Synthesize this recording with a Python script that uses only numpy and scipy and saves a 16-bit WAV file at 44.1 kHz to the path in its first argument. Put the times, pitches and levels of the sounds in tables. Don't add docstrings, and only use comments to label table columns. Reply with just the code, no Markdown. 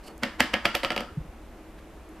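import sys
import numpy as np
from scipy import signal
from scipy.fft import rfft, irfft
from scipy.io import wavfile

SR = 44100
rng = np.random.default_rng(int(sys.argv[2]) if len(sys.argv) > 2 else 0)


def output_pcm(signal):
    pcm = np.clip(np.atleast_2d(signal).T, -1, 1) * 32767
    wavfile.write(sys.argv[1], SR, np.round(pcm).astype(np.int16))


N = 97020
T = np.arange(N) / SR
CONTACT_T = T[:N // 12]
FREQS = np.arange(N + 1) * SR / (2 * N)

# (time [s], gain [dB], knock gain [dB],
# knock centre [Hz], crack gain [dB], contact cut-off [Hz], ring centre [Hz])
RIM_CONTACTS = [ (.2260, -21, 12, 264, -22, 3000, 2000), (.2341, -6.5, 3.5, 179, 1.5, 4980, 2000),
                (.3980, -22.5, 2, 400, 3, 4200, 2400), (.4015, -27.5, 8, 400, 9, 9000, 2400),
                (.4050, -1, 0.5, 300, 1, 9000, 2190), (.5358, -24.5, 13, 400, 8, 5000, 2000),
                (.5399, -2, -2, 324, -4.5, 4420, 2240), (.6545, -2, -2, 380, -3, 6500, 2780),
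                (.6575, -16.5, 1, 457, 7.5, 5500, 2400), (0.7494, -12.5, 2, 500, -6, 9700, 2800),
                (.7520, -16, 5.5, 586, 9.5, 18300, 2700), (.8330, -14, 4.5, 550, -0.5, 5000, 2800),
                (.8362, -26, 12.5, 550, 1, 11900, 1400), (.8404, -20.5, 8.5, 400, 4, 7000, 1800),
                (.8480, -9.5, -3, 447, 0.5, 6500, 3000), (.9047, -11.5, 2, 500, -2, 6300, 2900),
                (.9074, -32, 6, 450, -5, 11000, 1640), (.9195, -13, 1.5, 353, -5.5, 7760, 1680),
                (.9298, -33, -17, 400, 8, 5000, 2400), (.9634, -15.5, 6.5, 560, 1.5, 8450, 3000),
                (.9778, -15, 1, 330, 1.5, 6200, 3260), (.9968, -22, 9.5, 297, -2, 3460, 2400),
                (1.0063, -21.5, 10, 500, 2.5, 11000, 1200)]

def rocking_cup():
    direct, into_room = np.zeros(N), []
    for start, db, knock_db, knock_hz, crack_db, cutoff_hz, ring_hz in RIM_CONTACTS:
        softness = signal.butter(1, cutoff_hz, fs=SR)
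        strike = lambda x: amp(db) * signal.lfilter(*softness, x)
        click, crack = map(strike, rim_crack(crack_db))
        wall = strike(wall_ring(start, ring_hz))
        boards = strike(board_knock(knock_db, knock_hz))
        plastic = wall + crack
        echo_lag_s = 0.0029 * (1 + 0.039 * rng.standard_normal())
        echo = np.interp(CONTACT_T - echo_lag_s, CONTACT_T, plastic, left=0)
        add(direct, start, plastic + amp(-10) * echo - boards)
        into_room += [(start, amp(3) * click), (start, amp(3) * wall - amp(-3.5) * boards)]
    return direct, into_room


# (frequency [Hz], relative level [dB])
CRACK_SPECTRUM = [(100, -22), (400, -16), (1000, -0.5), (2000, 7.5), (3200, 3), (3900, -3), (5200, -4),
                  (6400, -13), (8000, -10.5), (10000, -13.5), (13000, -11.5), (16000, -5)]

def rim_crack(db, grain_decay_s=0.0015):
    click = amp(db + 10.5) * irfft(minimum_phase(curve(CRACK_SPECTRUM)))[:len(CONTACT_T)]
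    grain = 0.17 * rng.standard_normal(len(click)) * np.exp(-CONTACT_T / grain_decay_s)
    grain[0] = 1
    return click, signal.fftconvolve(grain, click)[:len(click)]


# (frequency [Hz], relative level [dB], t60 [s])
WALL_MODES = [(1080, -25, .04), (1220, -21, 0.022), (1698, -8.5, 0.15), (1853, -6, 0.1),
              (2104, -2.5, 0.034), (2270, -0.5, 0.029), (2524, -4.5, 0.03), (2700, -5.5, .04),
              (2904, 3.5, 0.027), (3122, -7, 0.088), (3280, -14, 0.11), (4688, 6, 0.019),
              (5070, -24, 0.015), (7640, -17, .015)]
# (nominal frequency [Hz], relative level [dB], t60 [s])
FREED_MODES = [(1317, -5, 0.094), (1397, -6, 0.099)]

def wall_ring(start, centre_hz, upright_s=0.85, rise_db_per_s=36):
    shift = 1 + 0.016 * rng.standard_normal((len(WALL_MODES), 1))
    wall = ring(WALL_MODES, CONTACT_T, centre_hz, focus_db_per_oct=13.5, tuning=shift)
    freed = ring(FREED_MODES, CONTACT_T, centre_hz, focus_db_per_oct=0, tuning=0.98)
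    freedom = amp(-rise_db_per_s * max(upright_s - start, 0))
    return amp(-16.5) * (wall + freedom * freed)


# (frequency [Hz], relative level [dB], t60 [s])
FLOOR_MODES = [(167.7, -49, 0.061), (234.4, 0.5, 0.075), (251, -6.5, 0.058), (343, -8, 0.098),
               (380, -7, 0.054), (498, -7, 0.073), (563, 8.5, 0.027), (717.3, 1, 0.085), (885, -4, 0.07)]

def board_knock(db, centre_hz, lag_s=0.002258, cut_hz=166):
    spot = 1 + 0.015 * rng.standard_normal((len(FLOOR_MODES), 1))
    t = np.maximum(CONTACT_T - lag_s, 0)
    knock = ring(FLOOR_MODES, t, centre_hz, focus_db_per_oct=6.5, tuning=spot)
    low_cut = signal.butter(3, cut_hz, "high", fs=SR, output="sos")
    return amp(db - 20.5) * signal.sosfilt(low_cut, knock)


# (end time [s], peak level [dB])
RIM_DRAGS = [(.234, -27), (0.407, -14), (.540, -24.5), (0.6565, -20), (0.751, -23)]

def rim_drags(rise_s=0.0046):
    scrape = noise(band(920, width_hz=1850) ** 2)
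    return scrape * sum(amp(db) * (T < end) * np.exp(-abs(T - end) / rise_s) for end, db in RIM_DRAGS)


# (time [s], peak level [dB], frequency [Hz], half rise time [s])
FLOOR_THUMPS = [(1.112, -39.5, 75, 0.0058), (1.171, -22, 149, 0.0048), (1.201, -30, 52.4, 0.0059),
                (1.204, -36, 150, 0.0036), (1.243, -40.5, 159, 0.0064), (1.287, -33.5, 53.3, 0.0038),
                (1.362, -61, 60, 0.0072), (1.426, -53, 60, 0.0086), (1.508, -59, 57, 0.0065)]

def hand_thumps():
    out = np.zeros(N)
    for start, db, hz, half_rise_s in FLOOR_THUMPS:
        rise = T / (2 * half_rise_s)
        envelope = rise * np.exp((1 - rise ** 2) / 2)
        add(out, start, amp(db) * envelope * np.sin(2 * np.pi * hz * T))
    return out


# (frequency [Hz], width [Hz], relative level [dB])
RUB_RESONANCES = [(3000, 470, 5), (4400, 460, 7), (7400, 4100, -9.5)]
# (peak time [s], half-width [s], level [dB])
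FINGER_RUBS = [(0.045, 0.0085, -55.5), (0.068, 0.0063, -52), (.081, 0.0039, -46.5), (0.1, 0.02, -59.5)]

def finger_rubs():
    friction = noise(sum(amp(db) * band(hz, width) for hz, width, db in RUB_RESONANCES))
    return friction * sum(amp(db) * swell(time, width) for time, width, db in FINGER_RUBS)


# (peak time [s], half-width [s], level [dB], centre [Hz])
CLOTH_SCUFFS = [(0.09, 0.026, -45.5, 417), (0.1795, .0008, -48.5, 9000), (1.789, 0.0073, -56, 1660),
                (2.091, 0.0027, -60, 8100), (2.175, 0.019, -54, 710)]

def cloth_scuffs():
    return sum(noise(band(hz, 1.6 * hz) ** 2, db) * swell(time, width)
               for time, width, db, hz in CLOTH_SCUFFS)


# (frequency [Hz], relative level [dB], t60 [s])
ROOM_BANDS = [(150, 4, 0.4), (400, 8, 0.23), (1080, 2, 0.54), (2310, -2, 0.36), (5000, 1.5, 0.4),
              (9000, -0.5, 0.43), (14000, 8, 0.15)]

def room(hits, bounces_per_s=900, early_db=-18.5, early_decay_s=0.023, tail_db=-38.5, build_s=0.0027):
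    t, out = T[:N // 5], np.zeros((2, N))
    spectrum = rfft(rng.standard_normal((2, N)), 2 * N)
    tails = [irfft(spectrum * curve([(row[0], row is chosen) for row in ROOM_BANDS]))
             for chosen in ROOM_BANDS]
    bounces = (rng.random((2, N)) < bounces_per_s / SR) * rng.choice([-1, 1], (2, N))
    absorption = 1 + 1j * FREQS / 7600
    bounces = filt(bounces, minimum_phase(curve(ROOM_BANDS)) / absorption)
    age = np.maximum(t - 0.0011, 0)
    build = 1 - np.exp(-age / build_s)
    fades = [amp(db + tail_db) * np.exp(-np.log(1000) * t / t60) * build for _, db, t60 in ROOM_BANDS]
    early = amp(early_db) * (age > 0) * np.exp(-age / early_decay_s)
    for k, (start, hit) in enumerate(hits):
        offset = k * len(t) // 12
        part = slice(offset, offset + len(t))
        response = early * bounces[:, part] + sum(fade * tail[:, part] for fade, tail in zip(fades, tails))
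        for channel, paths in zip(out, response):
            add(channel, start, signal.fftconvolve(hit, paths))
    return diffuse(*out)


# (frequency [Hz], relative level per hertz [dB])
ROOM_TONE = [(12, -15), (20, -2), (60, 0.5), (85, -10), (129, -19), (144, -13), (236, -9.5), (270, -12.5),
             (319, -8.5), (386, -13), (567, -15), (787, -18), (2490, -28.5), (4680, -38.5), (14000, -41)]

def room_tone():
    air = filt(diffuse(*rng.standard_normal((2, N))), amp(curve(ROOM_TONE)))
    hum = noise(band(319, width_hz=23.4) ** 2, db=-56)
    return level(air, db=-46) + hum


def amp(db):
    return 10 ** (np.asarray(db) / 20)


def level(x, db):
    return x * amp(db) / np.sqrt(np.mean(x ** 2))


def curve(points):
    table = np.array(points, float)
    return np.interp(np.log(FREQS + 1), np.log(table[:, 0]), table[:, 1])


def filt(x, gain):
    return irfft(rfft(x, 2 * N) * gain)[..., :N]


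def minimum_phase(db):
    cepstrum = irfft(db * np.log(10) / 20)
    return np.exp(rfft(np.r_[cepstrum[0], 2 * cepstrum[1:N]], 2 * N))


def band(hz, width_hz):
    s = 1j * FREQS
    return s * width_hz / (s * s + s * width_hz + hz * hz)


def noise(response, db=0):
    return level(filt(rng.standard_normal(N), response), db)


def swell(peak_s, half_width_s):
    return np.exp(-0.5 * ((T - peak_s) / half_width_s) ** 2)


def ring(modes, t, centre_hz, focus_db_per_oct, tuning):
    hz, db, t60 = np.array(modes, float).T[:, :, None]
    gain = amp(db - focus_db_per_oct * abs(np.log2(hz / centre_hz)))
    return np.sum(gain * np.sin(2 * np.pi * hz * tuning * t) * np.exp(-np.log(1000) * t / t60), axis=0)


def add(out, start_s, x):
    i = int(start_s * SR)
    out[i:i + len(x)] += x[:N - i]


def diffuse(mid, side, apart_hz=11000):
    apart = np.clip(FREQS / apart_hz + 0.096, 0, 1)
    common = filt(mid, 1 / np.hypot(1, apart))
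    opposed = filt(side, apart / np.hypot(1, apart))
    return np.array([common + opposed, common - opposed])


# (frequency [Hz], left minus right level [dB])
PAIR_BALANCE = [(200, -0.5), (700, 1), (1300, -1.5), (2400, -2.3), (4400, -2.7), (8000, -7), (14000, 1)]

def scene(mic_lag_s=5e-6):
    direct, into_room = rocking_cup()
    near = direct + finger_rubs() + cloth_scuffs() + rim_drags()
    left = amp(curve(PAIR_BALANCE) / 2) * np.exp(1j * np.pi * FREQS * mic_lag_s)
    return filt(near, np.array([left, 1 / left])) + room(into_room) + hand_thumps() + room_tone()


def record(dry, roll_hz=13900, top_hz=16400):
    roll_off = signal.butter(12, roll_hz, fs=SR, output="sos")
    top_cut = signal.ellip(8, 0.2, 80, top_hz, fs=SR, output="sos")
    clipped = np.clip(signal.sosfilt(roll_off, dry), -1, 1)
    return signal.sosfilt(top_cut, clipped)


dry = scene()
out = record(dry)
output_pcm(out)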